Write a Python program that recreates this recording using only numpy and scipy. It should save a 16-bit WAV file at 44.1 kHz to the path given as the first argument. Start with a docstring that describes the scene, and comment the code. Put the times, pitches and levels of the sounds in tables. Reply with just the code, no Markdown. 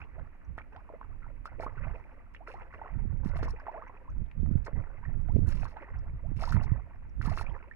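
"""A flooded dirt road, where bare feet wade through shallow muddy water, heard from a hand-held recorder.
Each stride drags air under: large bubbles plop with rising pitch and a cloud of small ones gurgles.
Thrown spray patters back, wavelets slap the shins and the legs drip. Gusts rumble on the microphone
ports, mostly the right one. Behind it all are faint open air and an insect ringing from the verge."""
import sys
import numpy as np
from scipy import signal
from scipy.fft import rfft, irfft
from scipy.io import wavfile
from scipy.ndimage import uniform_filter1d

SR = 44100
rng = np.random.default_rng(int(sys.argv[2]) if len(sys.argv) > 2 else 0)


def store_wav(level_fs):
    """Save 16-bit WAV to argv[1]."""
    pcm = np.round(np.clip(np.atleast_2d(level_fs), -1, 1) * 32767)
    wavfile.write(sys.argv[1], SR, pcm.T.astype(np.int16))


N = 341775
TIME = np.arange(N) / SR


def from_db(db):
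    """Decibels to gain."""
    return 10 ** (np.asarray(db) / 20)


def rms_one(x):
    """Scale to rms 1."""
    return x / np.sqrt(np.mean(x ** 2) + 1e-20)


def at_hz(spectrum, hz):
    """Read an EQ curve in dB on a log-frequency axis."""
    freq_hz, level_db = np.transpose(spectrum)
    return np.interp(np.log(np.maximum(hz, 1)), np.log(freq_hz), level_db)


def colour(x, spectrum, size=1024):
    """Minimum-phase EQ with the given curve."""
    curve_db = at_hz(spectrum, np.fft.rfftfreq(size, 1 / SR))
    cepstrum = irfft(np.log(from_db(curve_db)))
    cepstrum[1:size // 2] *= 2
    cepstrum[size // 2 + 1:] = 0
    response = irfft(np.exp(rfft(cepstrum)))
    return signal.oaconvolve(np.atleast_2d(x), response[None], axes=1)[:, :N]


def lowpass(x, order, hz):
    """Butterworth high cut."""
    return signal.sosfilt(signal.butter(order, hz, fs=SR, output="sos"), x)


def bandpass(x, low_hz, high_hz):
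    """Gentle band filter."""
    return signal.sosfilt(signal.butter(2, [low_hz, high_hz], "band", fs=SR, output="sos"), x)


def level_out(x, window_s, floor):
    """Ride the gain to hold the running rms near 1."""
    size = int(window_s * SR)
    power = uniform_filter1d(uniform_filter1d(x ** 2, size), size)
    return x / np.sqrt(np.abs(power) + floor)


def drift(per_s):
    """Smooth random modulation of rms 1."""
    return rms_one(np.interp(TIME * per_s, np.arange(4096), rng.standard_normal(4096)))


def swell(start_s, hold_s, rise_s, fall_s):
    """Attack, hold and release envelope, at most 1."""
    age = np.maximum(TIME - start_s, 0)
    return (1 - np.exp(-age / rise_s)) * np.exp(-np.clip((age - hold_s) / fall_s, 0, 20))


def add(track, start_s, sound):
    """Mix a sound into a track."""
    start = int(np.clip(start_s * SR, 0, N - 1))
    track[start:start + len(sound)] += sound[:N - start]


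def scatter(x, t60_s, taps=5000):
    """Dense short reflections from legs, body and rippled water, different at each port."""
    t = np.arange(taps) / SR
    response = rng.standard_normal((2, taps)) * np.exp(-np.log(1000) * t / t60_s) * (t > .001)
    response /= np.sqrt(np.sum(response ** 2, axis=1, keepdims=True))
    return signal.oaconvolve(np.atleast_2d(x), response, axes=1)[:, :N]


def at_ports(x, scatter_db, t60_s, left_db, left_lag_s=0.00011):
    """Place water in stereo, with reflections: it reaches the left port slightly later and weaker."""
    direct = np.array([np.interp(TIME - left_lag_s, TIME, x), x])
    return (direct + from_db(scatter_db) * scatter(x, t60_s)) * from_db([[left_db], [0]])


def bubble(hz, t60_s, climb_per_s, onset=0.02):
    """A bubble pinches off and rings; its pitch climbs as it nears the surface."""
    t = np.arange(int(t60_s * SR) + 2) / SR
    envelope = (1 - np.exp(-t / (onset * t60_s))) * np.exp(-np.log(1000) * t / t60_s)
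    return envelope / envelope.max() * np.sin(2 * np.pi * hz * t * (1 + climb_per_s * t / 2))


def bubble_cloud(spectrum, per_s, cycles, glide, spread_db, even_s):
    """Small bubbles of random pitch, strength and life, at a level held near 1."""
    out = np.zeros(N)
    low_hz, high_hz = spectrum[0][0], spectrum[-1][0]
    for when, pitch, strength, life in rng.random((12000, 4))[:int(per_s * N / SR)]:
        hz = low_hz + (high_hz - low_hz) * pitch
        t60_s = cycles * 2 ** (2 * life - 1) / hz
        level_db = at_hz(spectrum, hz) - spread_db * np.log(1 - .98 * strength)  # few are strong
        add(out, when * N / SR, from_db(level_db) * bubble(hz, t60_s, glide * life / t60_s))
    return level_out(out, even_s, floor=1e-9)


def insect(pitch_hz=10100, width_hz=500, level_db=-101, nearest_s=1.5, pass_s=1.1):
    """A thin insect ring from the verge swells and fades as the walker passes."""
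    ring = bandpass(rng.standard_normal((2, N)), pitch_hz - width_hz / 2, pitch_hz + width_hz / 2)
    distance = np.hypot(1, (TIME - nearest_s) / pass_s)
    return from_db(level_db) / distance * rms_one(ring)


# Tone of the outdoor bed: freq_hz, gain_db
AIR_EQ = [(30, 6), (120, -2), (180, 7.5), (280, 6.5), (450, -4), (1000, -6.5), (2500, -10.5), (3400, -33),
          (8500, -38.5), (9700, -36.5), (11000, -39.5), (15000, -39)]

def open_air(level_db=-61.5):
    """A soft, wide bed of dark noise, leaning right."""
    bed = rms_one(colour(rng.standard_normal((2, N)), AIR_EQ))
    return from_db(level_db) * bed * from_db([[-3], [0]])


# Gust cues: start_s, hold_s, left_db, right_db
GUSTS = [(-.02, 0.081, -73, -45), (0.134, 0.09, -61, -38.5), (0.464, 0.044, -56, -35),
         (1.025, .38, -62, -41.5), (1.503, 0.24, -62, -40.5), (1.755, 0.16, -56, -33.5),
         (2.545, 0.067, -50, -48), (2.901, 0.46, -62, -30), (3.338, 0.17, -38, -32.5),
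         (4.076, 0.035, -39, -36.5), (4.138, 0.076, -57, -29.5), (4.349, 0.23, -63, -26.5),
         (4.705, 0.083, -64, -28), (4.835, 0.21, -60.5, -41.5), (5.051, 0.58, -61, -29),
         (5.29, 0.2, -49, -25), (5.899, 0.11, -43, -34), (6.036, 0.12, -42, -36), (6.218, 0.55, -53, -30.5),
         (6.498, 0.088, -59, -23.5), (6.918, 0.25, -51.5, -45), (7.157, 0.17, -55, -28),
         (7.346, 0.18, -63, -33)]

def gust_levels(breeze_db=(-56.5, -50.5), flutter_db=0.57, flutters_per_s=16):
    """Wind strength in dB, left and right: fluttering gusts on top of a light breeze."""
    power = from_db(breeze_db)[:, None] ** 2
    for start_s, hold_s, left_db, right_db in GUSTS:
        gust = swell(start_s, hold_s, rise_s=0.02, fall_s=0.049)
        power = power + (from_db([[left_db], [right_db]]) * gust) ** 2
    flutter = np.tanh([drift(flutters_per_s), drift(flutters_per_s)])
    return 10 * np.log10(power) + flutter_db * flutter


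# Tone of the wind rumble: freq_hz, gain_db
RUMBLE_EQ = [(12, 11), (24, 2.5), (45, 1), (90, -4), (130, -14.5), (180, -24), (250, -50), (350, -57.5),
             (600, -63), (1200, -65)]

def rumble(gust_db, gain_db, lumpy_db, brighten=0.67, usual_db=-35):
    """Turbulence at one port: stronger gusts shed smaller eddies, so the rumble reaches higher."""
    edges_hz = 14 * 2 ** np.arange(0, 6.5, .5)
    white = rng.standard_normal((2, N))
    eddies = np.tanh(drift(70))
    tilt_db_per_octave = brighten * (gust_db - usual_db) + lumpy_db * eddies
    out = 0
    for k, (low_hz, high_hz) in enumerate(zip(edges_hz, edges_hz[1:])):
        hz = np.sqrt(low_hz * high_hz)
        octaves = np.clip(np.log2(hz / 60), 0, 2)
        gain = from_db(at_hz(RUMBLE_EQ, hz) + octaves * tilt_db_per_octave)
        out = out + gain * bandpass(white[k % 2], low_hz, high_hz)
    return from_db(gust_db + gain_db) * level_out(out, 0.05, floor=1e-12)


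# Wind thumps on the right port: start_s, level_db, pitch_hz
BUFFETS = [(3.052, -31.5, 214), (3.258, -19.5, 184), (4.43, -22.5, 196), (4.511, -19, 169),
           (4.554, -14.5, 129), (5.347, -11, 79), (5.359, -15, 186), (5.365, -22.5, 424),
           (5.389, -22.5, 255), (6.315, -31.5, 248), (6.542, -16.5, 117), (6.717, -13, 107),
           (7.274, -22, 169)]

def buffets(rise_cycles=0.41, gain_db=2.5):
    """A single hard eddy pushes and pulls the diaphragm for a cycle or two."""
    out, t = np.zeros(N), TIME[:SR // 10]
    for start_s, level_db, hz in BUFFETS:
        age = t * hz / rise_cycles
        thump = age * np.exp(1 - age) * np.sin(2 * np.pi * hz * t)
        add(out, start_s, from_db(level_db + gain_db) * thump)
    return out


def wind():
    """Rumble on both ports and thumps on the right; eddies carry no treble."""
    left_db, right_db = gust_levels()
    left = rumble(left_db, gain_db=5.0, lumpy_db=5.0)
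    right = rumble(right_db, gain_db=2.5, lumpy_db=4.5) + buffets()
    return lowpass([left, right], order=4, hz=700)


# Featured drips from the legs: start_s, level_db, pitch_hz
DRIPS = [(.449, -64, 5940), (.765, -62, 4800), (3.599, -55.5, 5000), (3.879, -63, 5960),
         (4.102, -61.5, 6100), (4.261, -62, 3290), (4.314, -40.5, 2300), (4.41, -60, 3500),
         (5.988, -56.5, 5300), (7.096, -61.5, 5550)]

def drips(faint_per_s=2.3, faint_db=-75, faint_hz=(4200, 6300), gain_db=-3.5):
    """Drips plink on the surface, high and short; fainter ones fall at random between the cues."""
    out = np.zeros(N)
    times = np.cumsum(rng.exponential(1, 100)) / faint_per_s
    pitches = rng.uniform(*faint_hz, len(times))
    faint = [(start_s, faint_db, hz) for start_s, hz in zip(times, pitches) if start_s < N / SR]
    for start_s, level_db, hz in DRIPS + faint:
        plink = bubble(hz, t60_s=0.0038, climb_per_s=0, onset=0.14)
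        add(out, start_s, from_db(level_db + gain_db) * plink)
    return (out + from_db(-1.5) * scatter(out, t60_s=0.033)) * from_db([[0], [-6]])


# Wavelet hits on the shins: start_s, level_db
SLAPS = [(0.196, -42.5), (0.763, -38.5), (1.87, -46), (4.46, -44), (4.576, -45), (5.285, -47), (5.631, -36),
         (5.769, -39.5), (6.566, -32)]
# Tone of a slap: freq_hz, gain_db
SLAP_EQ = [(250, -7), (700, 9.5), (1300, 12), (2300, -7.5), (2900, -18.5), (3600, -17), (8000, -46)]

def slaps(decay_s=0.0023, gain_db=3.0):
    """A wavelet hits skin: a dull crack of a few milliseconds."""
    out, t = np.zeros(N), TIME[:SR // 30]
    noise = colour(rng.standard_normal(N), SLAP_EQ)[0]
    for start_s, level_db in SLAPS:
        crack = noise[int(start_s * SR):][:len(t)] * np.exp(-t / decay_s)
        add(out, start_s, from_db(level_db + gain_db) * crack / np.abs(crack).max())
    return at_ports(lowpass(out, order=4, hz=3500), scatter_db=-8.0, t60_s=0.12, left_db=-3.5)


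# Showers of thrown water falling back: start_s, hold_s, level_db
SHOWERS = [(0.573, 0.0034, -62), (1.449, 0.012, -59.5), (1.6, 0.042, -67), (2.336, .007, -74),
           (2.47, 0.066, -66.5), (2.723, 0.034, -78.5), (3.239, 0.053, -67), (3.357, 0.032, -62.5),
           (3.425, 0.024, -59), (3.475, 0.039, -65.5), (4.643, .022, -65.5), (5.34, 0.036, -73.5),
           (5.466, 0.065, -61), (5.542, 0.11, -64), (5.642, 0.0072, -66), (5.675, 0.046, -72),
           (6.359, 0.069, -63), (6.394, .11, -59), (6.519, 0.028, -55.5), (6.62, 0.032, -66.5),
           (7.215, 0.0075, -53), (7.232, 0.16, -60), (7.367, 0.051, -53.5)]
# Tone of the droplets: freq_hz, gain_db
SPRAY_EQ = [(1500, -7), (2500, 10), (3400, -17), (4300, 2.5), (5500, -12), (6600, -17), (8000, -8),
            (10000, -3.5), (12500, -19), (15500, -30.5)]
# Colour the left port gives the spray: freq_hz, gain_db
LEFT_PORT_EQ = [(1000, 6), (3200, 1), (5200, 13), (7000, 6.5), (9500, -20), (15000, -1)]

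def spray(froth_level, fizz_db=-30, rise_s=0.0029, fall_s=0.007, clump_db=1.5, clumps_per_s=82):
    """Droplets land in clumps, starting sharply and thinning out fast; bursting froth fizzes on."""
    level = froth_level * from_db(fizz_db)
    for start_s, hold_s, level_db in SHOWERS:
        t = np.arange(int((hold_s + 8 * fall_s) * SR)) / SR
        envelope = (1 - np.exp(-t / rise_s)) * np.exp(-np.maximum(t - hold_s, 0) / fall_s)
        add(level, start_s, from_db(level_db) * envelope)
    droplets = bubble_cloud(SPRAY_EQ, per_s=1900, cycles=8.2, glide=.05, spread_db=5.0, even_s=0.022)
    mist = 0.36 * rms_one(colour(rng.standard_normal(N), SPRAY_EQ)[0])
    patter = (droplets + mist) * from_db(clump_db * np.tanh(drift(clumps_per_s)))
    left, right = at_ports(level * patter, scatter_db=-3, t60_s=0.023, left_db=-3.0)
    return np.array([colour(left, LEFT_PORT_EQ)[0], right])


# Leg sweeps through the water: start_s, push_s, gurgle_db, froth_db, backwash_delay_s, backwash_db
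LEG_SWEEPS = [(-0.02, 0.018, -51.5, -53.5, 0.05, -62.5), (0.722, 0.08, -60, -64, 0.15, -61.5),
              (1.215, 0.057, -58.5, -84, 0.22, -59), (1.579, 0.044, -48, -71, 0.12, -53.5),
              (1.864, 0.11, -56, -58.5, 0.077, -60.5), (2.465, 0.14, -52, -55.5, 0.23, -52),
              (3.227, .1, -56.5, -66, 0.08, -51.5), (3.338, 0.1, -57, -54, 0.25, -50.5),
              (4.658, 0.018, -49, -59, 0.078, -56.5), (5.022, 0.059, -61, -64, 0.22, -69),
              (5.46, .19, -57, -59, 0.23, -51.5), (6.387, 0.23, -51, -61, 0.2, -57),
              (7.225, 0.34, -51, -58, 0.38, -63)]

def stirring(ripple_gurgle_db=-71, ripple_froth_db=-82, backwash_froth_db=-9):
    """Gurgle and froth envelopes: a leg pushes, then water closes behind it, over steady ripples."""
    gurgle_power, froth_power = from_db(ripple_gurgle_db) ** 2, from_db(ripple_froth_db) ** 2
    for start_s, push_s, gurgle_db, froth_db, delay_s, backwash_db in LEG_SWEEPS:
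        push = swell(start_s, push_s, rise_s=0.0027, fall_s=0.057)
        backwash = from_db(backwash_db) * swell(start_s + delay_s, 0.14, rise_s=0.017, fall_s=0.19)
        gurgle_power += (from_db(gurgle_db) * push) ** 2 + backwash ** 2
        froth_power += (from_db(froth_db) * push) ** 2 + (from_db(backwash_froth_db) * backwash) ** 2
    return np.sqrt(gurgle_power), np.sqrt(froth_power)


# Tone of the middle-sized bubbles: pitch_hz, gain_db
GURGLE_EQ = [(300, -12), (480, -3.5), (750, -1.5), (1200, -4), (1600, -3), (2200, -3.5)]
# Tone of the tiny bubbles: pitch_hz, gain_db
FROTH_EQ = [(800, 1.5), (1300, 3.5), (1700, -3.5), (2300, 3), (2650, -12.5), (3000, -16.5), (3400, -31.5)]

def slosh(gurgle_level, froth_level, froth_db=-2.5, clump_db=5.0, clumps_per_s=55):
    """Stirred water gurgles and froths, in clumps as wavelets fold over."""
    clumps = from_db(clump_db * np.tanh(drift(clumps_per_s)))
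    gurgle = bubble_cloud(GURGLE_EQ, per_s=420, cycles=19.8, glide=.45, spread_db=2.0, even_s=0.024)
    froth = bubble_cloud(FROTH_EQ, per_s=1300, cycles=17.6, glide=0.5, spread_db=8.0, even_s=0.13)
    gurgle = at_ports(gurgle_level * clumps * gurgle, scatter_db=-9.0, t60_s=.12, left_db=-3.0)
    froth = at_ports(froth_level * clumps * froth, scatter_db=3.5, t60_s=0.016, left_db=-6.5)
    return lowpass(gurgle + from_db(froth_db) * froth, order=8, hz=2850)


# Featured large bubbles: start_s, start_pitch_hz, level_db, t60_s
PLOPS = [(0.016, 2340, -43, 0.022), (0.181, 613, -46.5, 0.028), (0.58, 786, -33.5, 0.0075),
         (0.581, 1320, -36.5, .009), (0.586, 1720, -34.5, .007), (0.756, 620, -49, 0.13),
         (0.891, 880, -42.5, 0.014), (0.9, 573, -42, 0.02), (0.937, 490, -39.5, .04),
         (1.013, 1004, -36, 0.013), (1.456, 1200, -31.5, 0.011), (1.599, 586, -30.5, 0.017),
         (1.626, 1320, -38.5, 0.017), (1.634, 804, -33.5, 0.02), (1.663, 460, -32, 0.0066),
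         (1.665, 1047, -31.5, 0.033), (1.868, 610, -41.5, 0.023), (1.937, 403, -50.5, 0.16),
         (2.348, 1850, -38, 0.0051), (2.405, 625, -48, 0.084), (2.475, 1290, -37.5, 0.015),
         (2.541, 699, -40.5, 0.057), (2.815, 788, -35.5, 0.033), (2.859, 980, -43, 0.046),
         (3.389, 652, -41, 0.044), (3.429, 460, -26, 0.0054), (3.432, 1340, -30, 0.004),
         (3.481, 1000, -35, 0.015), (3.535, 400, -47, 0.066), (3.668, 945, -31, 0.01),
         (3.682, 730, -31.5, 0.042), (3.74, 579, -40.5, 0.16), (3.773, 524, -40.5, 0.074),
         (3.822, 1090, -37, 0.022), (3.896, 930, -42, 0.022), (4.077, 908, -50, 0.078),
         (4.67, 1410, -39, 0.015), (4.679, 966, -38, 0.014), (4.682, 503, -35, 0.02),
         (5.052, 1700, -44.5, 0.032), (5.285, 640, -46, 0.092), (5.654, 1040, -34, 0.011),
         (5.766, 782, -38.5, 0.044), (6.234, 470, -51.5, 0.15), (6.423, 655, -35, 0.045),
         (6.437, 1200, -30, 0.014), (6.475, 870, -35.5, 0.04), (6.524, 1350, -28.5, .013),
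         (6.566, 786, -41.5, 0.059), (7.214, 1410, -33.5, 0.0089), (7.256, 1140, -38, 0.029),
         (7.28, 830, -38.5, .053), (7.314, 623, -39, 0.053), (7.375, 1175, -27.5, 0.0075),
         (7.395, 1300, -34.5, 0.016), (7.412, 860, -31.5, 0.014), (7.465, 2260, -41, 0.021),
         (7.712, 1684, -41.5, 0.025)]

def plops(gain_db=3.5, climb_per_s=22, onset=0.032,
          shed_db=-13.5, shed_within_s=.035, shed_octaves=.6, shed_t60_s=0.012):
    """Large bubbles trapped behind each foot ring; each sheds two smaller, weaker ones just after."""
    out = np.zeros(N)
    for start_s, hz, level_db, t60_s in PLOPS:
        gain = from_db(level_db + gain_db)
        add(out, start_s, gain * bubble(hz, t60_s, climb_per_s, onset))
        for when, pitch in rng.random((2, 2)):
            shed = bubble(hz * 2 ** (shed_octaves * pitch), shed_t60_s, climb_per_s, onset)
            add(out, start_s + shed_within_s * when, gain * from_db(shed_db) * shed)
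    return at_ports(out, scatter_db=-4.5, t60_s=0.056, left_db=-4.5)


def scene():
    """The mix: water below, wind on the ports, faint open air all round."""
    gurgle_level, froth_level = stirring()
    water = plops() + slosh(gurgle_level, froth_level) + spray(froth_level) + drips()
    return water + wind() + open_air() + slaps() + insect()


def record(dry):
    """The recorder cuts the top steeply."""
    return signal.sosfilt(signal.cheby2(16, 70, 16300, fs=SR, output="sos"), dry)


dry = scene()
out = record(dry)
store_wav(out)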